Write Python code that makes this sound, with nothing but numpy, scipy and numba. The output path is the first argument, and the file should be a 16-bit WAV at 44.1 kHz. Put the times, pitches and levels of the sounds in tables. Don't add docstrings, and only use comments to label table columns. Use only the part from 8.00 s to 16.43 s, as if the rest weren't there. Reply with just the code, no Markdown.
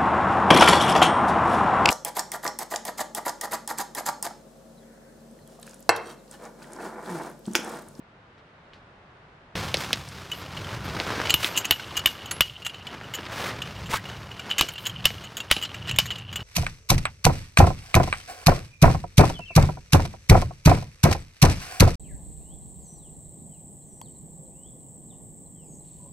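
import sys
import numpy as np
from scipy import signal
from scipy.fft import rfft, irfft, next_fast_len
from scipy.io import wavfile
from scipy.ndimage import uniform_filter1d
from numba import njit

SR = 44100
rng = np.random.default_rng(int(sys.argv[2]) if len(sys.argv) > 2 else 0)


def amplitude_ratio(level_db):
    exponent = np.asarray(level_db, float) / 20
    return 10 ** exponent


def generate_wav(signal):
    frames = np.transpose(np.atleast_2d(signal))
    scaled = np.clip(frames, -1, 1) * 32767
    pcm = np.round(scaled).astype(np.int16)
    wavfile.write(sys.argv[1], SR, pcm)


N = 371718
CUT_S = 1.553
RING_LENGTH = 6000

# [t/s, peak level/dB, mallet ring level/dB, thud level/dB, crack level/dB]
BLOWS = [
    (3.3402, -7.5, -12.5, -22.5, -11),
    (3.7086, -8.5, -13.5, -25, -20),
    (4.0583, -7.5, -16, -33, -24),
    (4.4066, -5, -22, -30.5, -18),
    (6.6099, -10.5, -19, -23, -5),
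    (7.0541, -6.5, -19, -27, -8),
    (7.5121, -8.5, -24, -23, -6),
    (7.9861, -9.5, -16, -24.5, -3.5),
]


def curve(table, column):
    rows = np.array(table)
    return np.interp(np.arange(N) / SR, rows[:, 0], rows[:, column])


def coloured(x, colour):
    hz, db = np.transpose(colour)
    size = next_fast_len(len(x))
    log_hz = np.log(np.maximum(np.arange(size // 2 + 1) * SR / size, 1))
    gain = amplitude_ratio(np.interp(log_hz, np.log(hz), db, left=-90, right=-90))
    y = irfft(rfft(x, size) * gain, size)[:len(x)]
    return y / np.std(y)


def walk(rate):
    k = int(SR / rate)
    held = np.repeat(rng.standard_normal(N // k + 1), k)
    return 1.23 * uniform_filter1d(uniform_filter1d(held, k), k)[:N]


def grains(rate, spread_db, smear_s):
    sizes = amplitude_ratio(spread_db * np.minimum(rng.exponential(size=N), 4))
    starts = (rng.random(N) < rate / SR) * sizes
    swell = signal.lfilter([1], [1, -np.exp(-1 / (smear_s * SR))], starts)
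    return swell * rng.standard_normal(N)


def ring(modes, scale, scatter_db, wander):
    hz, db, t60 = np.transpose(modes)[:, :, None]
    size = amplitude_ratio(db + scatter_db * rng.standard_normal((len(modes), 1)))
    t = np.arange(RING_LENGTH) / SR
    drift = wander * np.cumsum(rng.standard_normal((len(modes), RING_LENGTH)), axis=1)
    phase = 2 * np.pi * hz * scale * t + drift
    return np.sum(size * np.exp(-np.log(1000) * t / t60) * np.sin(phase), axis=0)


def burst(hz, width, decay_s):
    edges = np.clip([hz / width, hz * width], 20, .45 * SR)
    noise = rng.standard_normal(RING_LENGTH) * np.exp(-np.arange(RING_LENGTH) / (decay_s * SR))
    y = signal.sosfilt(signal.butter(3, edges, "band", fs=SR, output="sos"), noise)
    return y / np.max(np.abs(y))


def add(out, s, x):
    i = int(s * SR)
    out[i:i + len(x)] += x[:len(out) - i]


def after(times, db, fade_s):
    kicks = np.zeros(N)
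    np.add.at(kicks, (np.asarray(times) * SR).astype(int), amplitude_ratio(db))
    return signal.lfilter([1], [1, -np.exp(-1 / (fade_s * SR))], kicks)


def chatter(layers, ms, count):
    when = np.sort(rng.random(count))
    size = rng.uniform(0.22, 1, count) * rng.choice([-1, 1], count)
    size[0] = 1
    taps = np.zeros((1, int(.03 * SR)))
    delays = (when - when[0]) * np.clip(ms, 1, 28) * SR / 1000
    np.add.at(taps[0], delays.astype(int), size)
    y = signal.fftconvolve(layers, taps, axes=1)
    return y / np.sqrt(2 * np.mean(y[:, :int(.007 * SR)] ** 2, axis=1, keepdims=True))


def night():
    # [t/s, level/dB]
    hush_levels = [(0, -56), (.45, -53.5), (1.1, -53), (1.55, -53.5)]
    # [f/Hz, density level/dB]
    hush_colour = [(15, -48), (25, -14.5), (134, -7), (276, -14), (615, -13.5), (1520, -17.5), (3660, -31),
                   (8150, -52), (9030, -52), (12000, -73), (15600, -87), (22000, -120)]
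    side_db = -1
    mid = coloured(rng.standard_normal(N), hush_colour)
    side = coloured(rng.standard_normal(N), hush_colour)
    side = signal.sosfilt(signal.butter(2, 900, "high", fs=SR, output="sos"), side)
    wide = mid + amplitude_ratio(side_db) * side * np.array([[1], [-1]])
    level = amplitude_ratio(curve(hush_levels, 1) + 0.33 * walk(6.1))
    return wide * level * (np.arange(N) < CUT_S * SR)


def snaps():
    # [t/s, peak level/dB, centre f/Hz, body level/dB]
    cracks = [(0.3794, -51, 2120, -10), (0.7338, -40, 2270, -24), (1.5545, -21, 2500, -16),
              (1.7423, -4.5, 3120, -18.5), (1.77, -19, 3690, -16), (1.907, -24, 1100, -13),
              (1.93, -2.5, 2940, -27), (2.088, -30, 5950, -30), (3, -14, 2780, -16.5),
              (3.2, -19, 1310, -13), (3.2715, -18.5, 2910, -26), (3.4446, -6.5, 2650, -24),
              (5.012, -30.5, 1600, -9), (5.1864, -28, 2020, -10), (5.232, -29, 2500, -12),
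              (5.2535, -29, 3000, -15), (5.265, -29, 2500, -10), (5.5858, -30, 1410, -11),
              (5.8911, -31, 1500, -12), (6.099, -32, 3000, -22), (6.628, -29, 450, 0),
              (6.642, -31.5, 450, 1), (7.104, -23, 2830, -12), (7.5652, -20, 2890, -10.5),
              (8.056, -30.5, 1410, -21)]
    # [t/s, starting f/Hz, pitch fall time/s, level/dB]
    cord_twang = (3.909, 1250, .035, -37)
    out = np.zeros(N)
    for s, db, hz, body_db in cracks:
        if s > CUT_S:
            tail = amplitude_ratio(-12.5) * burst(hz, 1.74, 0.0078)
        else:
            tail = amplitude_ratio(-7.5) * burst(hz, 2.0, 0.031)
        body = amplitude_ratio(body_db + 1.5) * burst(324, 2.17, 0.0044)
        add(out, s + 0.00046, amplitude_ratio(db + 4.0) * (burst(hz, 1.48, 0.00021) + tail + body))
    s, hz, fall_s, db = cord_twang
    fade = np.exp(-np.arange(RING_LENGTH) / (fall_s * SR))
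    add(out, s, amplitude_ratio(db) * fade * np.sin(2 * np.pi * np.cumsum(hz * fade) / SR))
    return out


def hands():
    # [t/s, rustle level/dB, cloth sizzle level above rustle/dB]
    handling = [(1.56, -35.5, -5), (1.7, -39.5, -4.5), (1.92, -42, -4), (2.08, -49.5, -3.5),
                (2.55, -42.5, -9), (3.21, -33.5, -11), (3.36, -38.5, -7), (3.62, -39.5, -10),
                (3.85, -46, -7.5), (4.38, -44, -12), (4.53, -55, -9), (4.9, -47.5, -12.5),
                (5.25, -45.5, -11.5), (5.4, -35.5, -15.5), (5.62, -44.5, -9), (6.55, -45.5, -10.5),
                (7.0, -47.5, -9.5), (8.3, -50.5, -11.5)]
    # [t/s, level/dB]
    gusts = [(1.56, -38.5), (2.16, -45), (3.06, -37), (3.66, -44.5), (4.56, -48), (5.16, -45),
             (5.46, -39.5), (6.36, -39.5), (6.66, -43.5), (7.26, -43.5), (7.56, -46), (7.9, -41)]
    # [f/Hz, density level/dB]
    rustle_colour = [(120, -15), (200, 2), (242, -1), (392, -0.5), (729, -2), (1180, -1), (1550, -2.5),
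                     (5000, -20), (6500, -28), (11000, -120)]
    # [f/Hz, density level/dB]
    sizzle_colour = [(2060, -5), (3500, -2.5), (4530, -4.5), (4920, -4), (10300, -16.5), (13400, -18),
                     (15400, -22), (16300, -28)]
    # [f/Hz, density level/dB]
    breeze_colour = [(12, -55), (20, -29), (66, -2), (108, 3.5), (202, -4.5), (236, -21), (268, -15),
                     (300, -24), (390, -45), (660, -120)]
    crackle = grains(1100, 2.4, 0.0021)
    crackle = crackle / np.std(crackle)
    patchy_db = 1.64 * walk(25)
    shake = after(np.array(BLOWS)[:, 0], -43.5, 0.06)
    rustle = amplitude_ratio(curve(handling, 1) + 2.5 + patchy_db + 0.46 * walk(12))
    sizzle = (amplitude_ratio(curve(handling, 1) + curve(handling, 2) + 2.2) + shake) * amplitude_ratio(patchy_db)
    low = coloured(crackle + 0.87 * rng.standard_normal(N), rustle_colour) * rustle
    high = coloured(crackle + 1.08 * rng.standard_normal(N), sizzle_colour) * sizzle
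    swipe = swipes(crackle + 0.97 * rng.standard_normal(N))
    breeze_level = amplitude_ratio(curve(gusts, 1) + 0.2 + 2.56 * walk(6.4))
    breeze = coloured(rng.standard_normal(N), breeze_colour) * breeze_level
    return (low + high + swipe + breeze) * (np.arange(N) >= CUT_S * SR)


def swipes(grit):
    # [start t/s, fullest t/s, end t/s, level/dB]
    strokes = [
        (1.77, 1.8, 1.86, -39),
        (3.388, 3.466, 3.49, -30),
        (5.305, 5.466, 5.51, -38.5),
        (5.894, 5.96, 5.98, -30),
    ]
    # [f/Hz, density level/dB]
    stroke_colour = [(300, -36), (900, -2), (2000, 1.5), (5000, -5), (10000, -12.5), (15800, -15)]
    # [start t/s, end t/s, starting f/Hz, final f/Hz, level/dB]
    cord_zip = (5.895, 6, 261, 1901, -29.5)
    edge = 0.54
    t = np.arange(N) / SR
    swell = np.zeros(N)
    for start, full, end, db in strokes:
        swell += amplitude_ratio(db) * np.interp(t, [start, full, end], [0, 1, 0]) ** edge
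    out = swell * coloured(grit, stroke_colour)
    start, end, from_hz, to_hz, db = cord_zip
    hz = np.linspace(from_hz, to_hz, int((end - start) * SR))
    phase = np.cumsum(2 * np.pi * hz / SR + 0.197 * rng.standard_normal(len(hz)))
    broken = amplitude_ratio(db + 5 * walk(154)[:len(hz)])
    add(out, start, broken * np.hanning(len(hz)) ** 0.23 * np.sin(phase))
    return out


def jingles():
    # [t/s, ring level/dB, clank level/dB, brightness level/dB]
    knocks = [(2.316, -24.5, -21, -11.5), (3.305, -13.5, -11, -8), (3.575, -16, -8, -3.5),
              (3.583, -26, -6, -0.5), (3.653, -26, -2, -1), (3.796, -37.5, 9.5, -17),
              (3.992, -25.5, -3, -11), (4.258, -34.5, -12, -6), (4.311, -28, 4.5, 3),
              (4.665, -22.5, -6, -9), (5.151, -31.5, -8, 0), (5.619, -24.5, -4.5, -14.5),
              (6.394, -34, 3, -11), (6.51, -18, -18, -33), (6.519, -28, -4, -21), (6.593, -18, 1, -22),
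              (6.686, -31, 2.5, -3.5), (6.867, -26.5, -5, -0.5), (6.895, -31, -7, -12),
              (7.403, -24.5, -11, -14), (7.5231, -10, -10, -14), (7.565, -21.5, -24, -20),
              (7.744, -33.5, 3, -10), (7.894, -23, -4, -17), (7.912, -22, -18, -13), (7.961, -36.5, 6, 2),
              (8.183, -37, -4, -9), (8.358, -23.5, -13.5, -7.5)]
    # [t/s, ring level/dB, clank level/dB, brightness level/dB]
    drags = [(3.296, -20.5, 0, -8), (3.554, -29, -18, -27), (3.565, -27, -12, -3), (3.6, -42, -6, 3),
             (3.646, -25, -7, -15), (3.954, -33, -6, -21), (3.968, -22.5, -3, -3), (4.649, -30.5, -8, -9),
             (5.138, -27.5, -2, -9), (5.859, -38, -15, -11), (6.502, -29.5, -14, -10.5),
             (6.5823, -19, -2, -3.5), (6.854, -33, -1, -3), (6.861, -22, -9, -23), (7.043, -37.5, 9, -15),
             (7.239, -37, -4, -8.5), (7.369, -29.5, -2, -1), (7.501, -38.5, 9, -21), (7.615, -33.5, -2, -9),
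             (7.626, -28.5, -6, -9.5), (7.649, -29.5, 0.5, -19), (7.874, -32, -5, -18),
             (7.881, -30.5, 0, -16), (8.055, -45, 11.5, 7), (8.105, -22, -10, -21), (8.328, -31.5, -4, -11)]
    # [t/s, ring level/dB]
    tinks = [(2.572, -30.5), (2.642, -34.5), (3.255, -25), (3.908, -37), (4.211, -41), (4.438, -41),
             (4.474, -38), (4.535, -47), (4.621, -36), (4.696, -32.5), (4.744, -34.5), (4.766, -47),
             (4.869, -29.5), (5.04, -39.5), (5.762, -38), (6.055, -33.5), (6.087, -34), (6.164, -44),
             (6.314, -34), (6.756, -34), (6.78, -30), (7.579, -33), (8.157, -30.5), (8.405, -36)]
    # [f/Hz, level/dB, t60/s]
    hook_modes = [(2917, -8, 0.071), (2981, -7, 0.033), (2890, -42, 0.054), (3210, -10, 0.014),
                  (3870, -27, 0.097)]
    # [f/Hz, level/dB, t60/s]
    upper_modes = [(6910, 5, 0.042), (7635, -0.5, 0.058)]
    # [f/Hz, level/dB, t60/s]
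    top_modes = [(10840, -23, 0.19), (11880, -8.5, .03), (14000, -8, 0.055), (15000, -30, .03)]
    knock_ms, drag_ms, tink_ms = 2.4, 8, 3.2
    rebound_s, rebound = 0.012, (-15.5, -1, -16)
    tremble_db, tremble_fade_s, tremble_max_db, tremble_rest_db = -21, 0.1, -46, -72
    hits = [(blow[0] + rebound_s, *rebound, knock_ms) for blow in BLOWS[1:]]
    hits += [(*row, knock_ms) for row in knocks]
    hits += [(*row, drag_ms) for row in drags]
    hits += [(*row, -7, -20, tink_ms) for row in tinks]
    out = np.zeros(N)
    for s, db, clank_db, bright_db, ms in hits:
        shift = 1 + 0.0218 * rng.standard_normal()
        main = ring(hook_modes, shift, 6.1, 0.06)
        clank = burst(2260, 2.02, 0.0055)
        upper = ring(upper_modes, 0.97, 1.4, 0.16) + 0.32 * burst(4700, 1.33, 0.0014)
        top = ring(top_modes, 1, 10.0, 0.015) + 2.5 * burst(11400, 1.36, 0.0011)
        layers = np.array([main, clank, upper, top])
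        gains = amplitude_ratio(db + np.array([-.3, clank_db - 2.5, bright_db - .4, bright_db - 6.5]))
        add(out, s, gains @ chatter(layers, 1.8 * ms, count=8))
    ticks = coloured(grains(200, 3.0, 0.0015), [(1800, -14), (2900, -12), (4600, -11)])
    hum = np.zeros(N)
    for hz, width_hz in [(2860, 74), (3000, 68)]:
        hum += signal.lfilter(*signal.iirpeak(hz, hz / np.clip(width_hz, 100, 300), SR), ticks)
    times, levels_db = np.transpose(hits)[:2]
    tremble = after(times, levels_db + tremble_db, tremble_fade_s) + amplitude_ratio(tremble_rest_db)
    tremble = np.minimum(tremble, amplitude_ratio(tremble_max_db)) * (np.arange(N) > 2.2 * SR)
    return out + tremble * hum / np.std(hum)


def squeaks():
    # [start t/s, end t/s, f/Hz, level/dB]
    whistles = [
        (2.332, 2.43, 12000, -56),
        (2.837, 2.87, 12100, -56),
        (3.445, 3.553, 12200, -52),
    ]
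    # [start t/s, end t/s, level/dB]
    creaks = [
        (6.723, 6.745, -37),
        (6.793, 6.853, -40),
    ]
    out = np.zeros(N)
    for start, end, hz, db in whistles:
        noise = rng.standard_normal(int((end - start) * SR))
        whistle = signal.lfilter(*signal.iirpeak(hz, 30, SR), noise)
        add(out, start, amplitude_ratio(db + 19) * np.hanning(len(noise)) ** .4 * whistle)
    for start, end, db in creaks:
        gaps = .0028 + 0.0036 * rng.random(30)
        sizes = rng.standard_normal(30)
        for s, size in zip(start + np.cumsum(gaps) - gaps[0], sizes):
            if s < end:
                add(out, s, amplitude_ratio(db + 3 * size) * burst(11800, 1.3, 0.00037))
    return out


def blows():
    # [ratio to ring f, level/dB, t60/s]
    peg_modes = [(1, -6, 0.028), (0.88, -8, 0.0086), (1.2, -11, 0.02), (.985, -21.5, 0.12)]
    # [f/Hz, level/dB, t60/s]
    mallet_modes = [(12900, 0, .028), (13250, -8, .05), (14900, -14, .02), (10680, -38, .2)]
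    # [f/Hz, level/dB, t60/s]
    ground_modes = [(63.7, 3, 0.09), (137, 6.5, 0.046), (337, 9, 0.023)]
    peg_hz, peg_rise_hz_per_s = 2928, 20.1
    out = np.zeros(N)
    for s, db, mallet_db, thud_db, crack_db in BLOWS:
        hz = peg_hz + peg_rise_hz_per_s * (s - BLOWS[0][0])
        hit = ring(peg_modes, hz, 0.58, 0.085)
        hit += amplitude_ratio(mallet_db) * ring(mallet_modes, 1.0, 0.77, 0.022)
        hit += amplitude_ratio(mallet_db - 25) * burst(13140, 1.045, 0.038)
        hit += amplitude_ratio(thud_db - 4.5) * ring(ground_modes, 1, 1.5, .03)
        hit += amplitude_ratio(thud_db + 23.5) * burst(1650, 2.64, 0.0023)
        hit += amplitude_ratio(crack_db - 0.5) * burst(5400, 2.87, 0.002)
        hit += amplitude_ratio(crack_db - 12.5) * burst(2300, 2.7, 0.017)
        add(out, s + 0.00033, amplitude_ratio(db + 15.5) * hit)
    return out


def scene():
    return night() + snaps() + hands() + jingles() + squeaks() + blows()


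@njit
def follow(x, attack, release):
    e, out = 0., np.empty(len(x))
    for i in range(len(x)):
        e += (x[i] - e) * (attack if x[i] > e else release)
        out[i] = e
    return out


def top_cut(x):
    return signal.sosfilt(signal.butter(12, 16970, fs=SR, output="sos"), x)


def record(dry):
    ceiling = .45
    clipped = dry / (1 + np.abs(dry / ceiling) ** 4) ** .25
    level = follow(np.abs(clipped[0]), 1 / (.014 * SR), 1 / (.04 * SR))
    ducked = clipped * np.minimum(1, .075 / (level + 1e-9))
    mix = signal.sosfilt(signal.ellip(6, .3, 45, 15900, fs=SR, output="sos"), ducked)
    return top_cut(mix)


dry = scene()
out = record(dry)
generate_wav(out)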